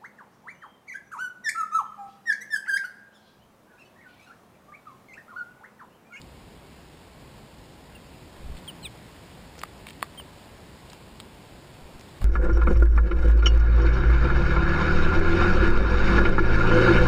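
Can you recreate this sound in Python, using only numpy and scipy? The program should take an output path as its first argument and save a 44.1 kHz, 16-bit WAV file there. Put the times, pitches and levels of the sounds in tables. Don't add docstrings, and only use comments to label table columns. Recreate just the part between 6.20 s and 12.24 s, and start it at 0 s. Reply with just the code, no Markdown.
import sys
import numpy as np
from scipy import signal
from scipy.io import wavfile
from scipy.ndimage import uniform_filter1d

SR = 44100
rng = np.random.default_rng(int(sys.argv[2]) if len(sys.argv) > 2 else 0)


def to_linear_factor(level_db):
    exponent = np.asarray(level_db, float) / 20
    return 10 ** exponent


def log_audio(samples):
    frames = np.atleast_2d(samples).T
    limited = np.clip(frames, -1, 1)
    pcm = np.round(limited * 32767).astype(np.int16)
    wavfile.write(sys.argv[1], SR, pcm)


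N = 266496


def evened(x):
    return x / np.sqrt(np.mean(x ** 2) + 1e-20)


def peaked(x, db):
    return to_linear_factor(db) * x / abs(x).max()


def add(mix, s, sound):
    part = mix[round(s * SR):][:len(sound)]
    part += sound[:len(part)]


def ring(x, hz, width_hz):
    r = np.exp(-np.pi * width_hz / SR)
    return signal.lfilter([1, 0, -1], [1, -2 * r * np.cos(2 * np.pi * hz / SR), r * r], x)


# f/Hz, density/dB
HISS_SPECTRUM = [(16, -36), (39, -6.5), (69, -2.5), (104, -6.5), (148, -5), (245, -9), (435, -12.5),
                 (735, -15), (1050, -16.5), (1180, -21), (2600, -23), (5050, -26), (5600, -30.5),
                 (6050, -37.5), (7000, -74)]
# t/s, level/dB
STIR = [
    (0.0, -55),
    (1.85, -54),
    (2.35, -52),
    (5.15, -53),
    (5.55, -53),
    (6.04, -52),
]


def hiss(level_db=-47.5, rumble_hz=(95, 210), rustle_hz=500, patchy_db=0.55):
    rumble_share, rustle_share = .45, .95
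    frames, hz = N // 1024 + 6, np.fft.rfftfreq(4096, 1 / SR)
    real, imag, patches = rng.standard_normal((frames, len(hz), 3)).T
    f_hz, density_db = np.transpose(HISS_SPECTRUM)
    spectra = (real + 1j * imag) * to_linear_factor(np.interp(np.log(hz + 1), np.log(f_hz + 1), density_db))[:, None]
    patches = uniform_filter1d(uniform_filter1d(patches, size=40, axis=0), size=4, axis=1)
    spectra *= to_linear_factor(patchy_db * evened(patches))
    x = to_linear_factor(level_db) * evened(signal.istft(spectra, nperseg=4096, noverlap=3072)[1][:N])
    rumble = signal.sosfiltfilt(signal.butter(2, rumble_hz, "band", fs=SR, output="sos"), x)
    rustle = signal.sosfiltfilt(signal.butter(2, rustle_hz, "high", fs=SR, output="sos"), x)
    s, db = np.transpose(STIR)
    stir_db = np.interp(np.arange(N) / SR, s, db - np.mean(db))
    return x + (to_linear_factor(rumble_share * stir_db) - 1) * rumble + (to_linear_factor(rustle_share * stir_db) - 1) * rustle


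def tick(s, db, hz, width_hz, scrape_ms=1.1, scrape=.09):
    t = np.arange(600) / SR
    drive = scrape * rng.standard_normal(600) * np.exp(-1000 * t / scrape_ms)
    drive[0] -= 1
    dull = signal.butter(2, hz + 1.1 * width_hz, fs=SR)
    return s - 3e-4, peaked(signal.lfilter(*dull, ring(drive, hz, width_hz)), db + 5.0)


def chatter(s, db, hz, side_db, gap_s=.0022):
    return [(s - gap_s, db + side_db, 1.1 * hz), (s, db, hz), (s + gap_s, db + side_db, 1.12 * hz)]


# t/s, level/dB, f/Hz
BEAK_TICKS = [(.0167, -38, 4600), (3.3813, -44, 5300), (3.4339, -36, 4640), (3.6997, -44, 5100),
              (4.702, -44, 4500), (4.7325, -39.5, 5250), (5.0016, -40, 4900), (3.6697, -44, 4800),
              (3.7053, -47, 4800), (5.796, -45, 5500), (5.811, -42, 5500), (6.0163, -44, 4300)]
# t/s, level/dB, f/Hz, outer contacts/dB
HUSK = (3.3932, -36, 5100, -2.5)


def beaks(near, width_hz=950):
    for s, db, hz in BEAK_TICKS + chatter(*HUSK):
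        add(near, *tick(s, db, hz, width_hz))


def whistle(hz, db, waver=.002, flutter_db=.4):
    wobble = [evened(uniform_filter1d(v, size=90)) for v in rng.standard_normal((2, len(hz)))]
    glide = uniform_filter1d(hz, size=120, mode="nearest") * (1 + waver * wobble[0])
    level = to_linear_factor(db + flutter_db * wobble[1]) * signal.windows.tukey(len(hz), .09)
    return np.sqrt(2) * level * np.sin(2 * np.pi * np.cumsum(glide) / SR)


def chirp(start, length, hz, db, hold):
    creep_hz_per_s, sag_hz_per_s, fade_db_per_s, climax = 3200, 19500, 400, .43
    t = np.arange(0, length, 1 / SR)
    pitch = hz + creep_hz_per_s * np.minimum(t, hold) - sag_hz_per_s * np.maximum(t - hold, 0)
    return start, whistle(pitch, db - fade_db_per_s * abs(t - climax * length))


# t/s, length/s, f/Hz, level/dB, hold/s
CALLS = [
    (1.7505, .0175, 2800, -48, .007),
    (2.4765, .027, 3350, -36, 0),
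    (2.505, .006, 2850, -51, 0),
    (3.9745, .0398, 3105, -39.5, .0198),
]


def calls(near):
    for row in CALLS:
        add(near, *chirp(*row))


def scuff(start, end, db, hz, width_hz, per_s=1800, spread_db=3.5):
    chance, size, sign = rng.random((round((end - start) * SR), 3)).T
    grains = (chance < per_s / SR) * to_linear_factor(-spread_db * np.log(size + 0.011)) * np.sign(sign - .5)
    return start, to_linear_factor(db) * evened(ring(grains, hz, width_hz)) * signal.windows.tukey(len(grains), .4)


SCUFFS = [
    (2.15, 2.8, -52, 150, 90),
    (2.36, 2.396, -54.5, 3800, 3000),
    (3.378, 3.43, -54, 3200, 3000),
    (3.662, 3.707, -58, 3000, 2500),
    (4.695, 4.755, -63, 3200, 3000),
    (5.001, 5.009, -45, 3400, 2000),
    (4.698, 4.706, -47, 4600, 1200),
    (6.012, 6.03, -55, 3500, 3500),
    (5.95, 6.003, -58, 1300, 1200),
    (6.009, 6.043, -50, 900, 1300),
]


def scuffs(tray):
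    for row in SCUFFS:
        add(tray, *scuff(*row))


def stroke(s, db, build_ms, release_ms):
    ms = np.arange(-2600, 1000) * 1000 / SR
    return s - 2600 / SR, to_linear_factor(db) * np.where(ms < 0, np.exp(ms / build_ms), np.exp(-(ms / release_ms) ** 2))


def sway(s, db, direction, half_ms):
    ms = np.arange(-900, 900) * 1000 / SR
    return s - 900 / SR, direction * to_linear_factor(db) * np.exp(-abs(ms / half_ms) ** 4)


# t/s, downstroke/dB, rebound/dB
WINGBEATS = [
    (2.205, -36, -44),
    (2.246, -28, -28),
    (2.300, -23.5, -28),
    (2.351, -28.5, -46),
    (5.635, -35, -39),
    (5.758, -35, -50),
]


def wings():
    rebound_s, rebound_ms, suck_s = .014, 2.8, .009
    air = np.zeros(N)
    for s, db, rebound_db in WINGBEATS:
        add(air, *stroke(s, db, build_ms=10, release_ms=1.9))
        add(air, *stroke(s + rebound_s, rebound_db, rebound_ms, rebound_ms))
        add(air, *sway(s + rebound_s + suck_s, rebound_db - 6, direction=-1, half_ms=4.5))
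    return signal.lfilter(*signal.butter(1, 11, "high", fs=SR), air)


def drone(start, end, hz, db, waver=0.023, swell_db=2.7):
    t = np.arange(start, end, 1 / SR)
    drift, swell = (evened(uniform_filter1d(v, size=3000)) for v in rng.standard_normal((len(t), 2)).T)
    tone = np.sin(2 * np.pi * np.cumsum(hz * (1 + waver * drift)) / SR)
    return start, np.sqrt(2) * to_linear_factor(db + swell_db * swell) * tone * signal.windows.tukey(len(t), .4)


# from t/s, to t/s, f/Hz, level/dB
PERCH = [
    (2.3, 2.975, 160, -57.5),
    (2.45, 2.95, 113.1, -56),
]


def perch(air):
    for row in PERCH:
        add(air, *drone(*row))


# t/s, level/dB, f/Hz
SEEDS = [(2.3702, -38, 2770), (2.379, -44, 3850), (2.3889, -43, 4440), (3.3546, -46, 1700),
         (3.391, -40, 2300), (3.4164, -33, 2600), (3.4341, -34, 3900), (3.4553, -43, 2520),
         (3.6759, -43, 2970), (3.6826, -40, 2600), (3.6997, -39, 3300), (3.7318, -43, 3830),
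         (3.8089, -41, 2810), (3.8234, -35, 2900), (3.844, -42, 4300), (3.9487, -45, 2280),
         (4.1856, -45, 4510), (4.7202, -43, 2030), (4.7479, -45, 2520), (5.0015, -30, 3100),
         (5.0042, -38, 3750), (5.7961, -45, 4790), (5.8111, -40, 2440)]
# t/s, level/dB, f/Hz, outer contacts/dB
RATTLES = [
    (3.6693, -30, 2200, -12),
    (3.6882, -33, 2700, -5),
    (3.7076, -36, 2400, -4),
    (4.7336, -41, 2800, -5),
]


def seeds(tray, width_ratio=.55):
    for s, db, hz in SEEDS + [row for rattle in RATTLES for row in chatter(*rattle)]:
        add(tray, *tick(s, db, hz, width_ratio * hz))


# t/s, effort/dB
BREATH = [
    (2.627, -14),
    (2.642, -12),
    (2.653, -1.2),
    (2.657, .1),
    (2.664, -2.2),
    (2.670, -10),
    (2.681, -15),
]


def voice(start, length, hz, fall_hz, bend, db, cracks):
    break_s, break_hz, break_db, break_ms = 2.6505, 180, -11, 2.6
    t = np.arange(0, length, 1 / SR)
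    x = 1000 * (start + t - break_s) / break_ms
    pitch = hz - fall_hz * (t / length) ** bend - cracks * break_hz * (1 + np.tanh(x)) / 2
    effort_db = np.interp(start + t, *np.transpose(BREATH))
    return start, whistle(pitch, db + effort_db + cracks * break_db * np.exp(-x ** 2))


# t/s, length/s, f/Hz, fall/Hz, bend, level/dB
UPPER = (2.6265, .05, 4270, 1280, 1.6, -35.5)
LOWER = (2.629, .051, 3170, 860, 1.02, -38.5)


def duet(near):
    add(near, *voice(*UPPER, cracks=0))
    add(near, *voice(*LOWER, cracks=1))


# f/Hz, level/dB, t60/s
TRAY_MODES = [(740, -3.5, 0.0099), (1103, 6.3, 0.01), (1770, 1, 0.0055), (2570, -9.5, 0.0063),
              (3300, -6, .007), (4300, -5.5, 0.011)]


def knock(s, db, pitch, bright_db, contact_ms=.09, rattle=.07):
    t, lead_s = np.arange(1200) / SR, .0015
    ms = 1000 * (t - lead_s)
    blow = rattle * rng.standard_normal(1200) * np.exp(-abs(ms) / 1.2) - np.exp(-(ms / contact_ms) ** 2)
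    blow += 0.18 * np.exp(-((ms + 0.24) / (1.2 * contact_ms)) ** 2)
    modes = 0
    for hz, mode_db, t60 in TRAY_MODES:
        level = to_linear_factor(mode_db - 60 * t / t60 + bright_db * np.log2(hz / 1000))
        modes = modes + level * np.cos(2 * np.pi * hz * pitch * t)
    return s - lead_s, peaked(np.convolve(blow, modes)[:1200], db)


# t/s, level/dB, pitch factor, brightness/(dB/octave)
KNOCKS = [(3.3815, -33, 0.58, -4), (3.4166, -36, 0.98, 2.5), (3.6692, -30, 1.05, 6), (6.0162, -34, 0.5, -8),
          (6.0215, -29.5, 0.62, -12), (3.4359, -14.5, 1.1, 4), (3.8277, -8.3, 1.016, 5.5),
          (3.9996, -30, 0.91, .1), (4.733, -35, 0.87, -2), (5.001, -35, 1.13, 8), (5.961, -38, 0.94, -3),
          (6.018, -29, 1.02, -11)]


def claws(tray):
    for row in KNOCKS:
        add(tray, *knock(*row))


# t/s, level/dB, direction (sign), half length/ms
LANDING = [
    (6.0137, -27, 1, 2.9),
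    (6.0205, -33, 1, 2.1),
    (6.027, -20.5, -1, 3.9),
    (6.041, -28.5, 1, 10.5),
]


def landing(air):
    for row in LANDING:
        add(air, *sway(*row))


def echo(x, t60_s=0.068, level_db=-18):
    t = np.arange(1300) / SR
    tail = rng.standard_normal(1300) * to_linear_factor(-60 * t / t60_s) * (t > .002)
    return to_linear_factor(level_db) * signal.oaconvolve(x, tail / np.linalg.norm(tail))[:N]


def scene():
    floor = hiss()
    near, tray = np.zeros((2, N))
    beaks(near)
    scuffs(tray)
    seeds(tray)
    claws(tray)
    near += signal.sosfiltfilt(signal.butter(5, 5300, fs=SR, output="sos"), tray)
    near += echo(near)
    calls(near)
    duet(near)
    air = wings()
    perch(air)
    landing(air)
    return (near + air + floor)[None]


def low_pass(x):
    return signal.sosfilt(signal.butter(12, 15400, fs=SR, output="sos"), x)


def record(dry):
    up, down, count = 40, 147, 4
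    slow = signal.resample_poly(dry, up, down, axis=1)
    held = np.repeat(slow, count, axis=1)
    x = signal.resample_poly(held, down, up * count, axis=1)[:, :N]
    lowpass = signal.firwin(301, 15350, window=("kaiser", 7), fs=SR)
    below = signal.oaconvolve(x, lowpass[None], "same")
    mix = below + to_linear_factor(-15) * (x - below)
    return low_pass(mix)


dry = scene()
out = record(dry)
log_audio(out)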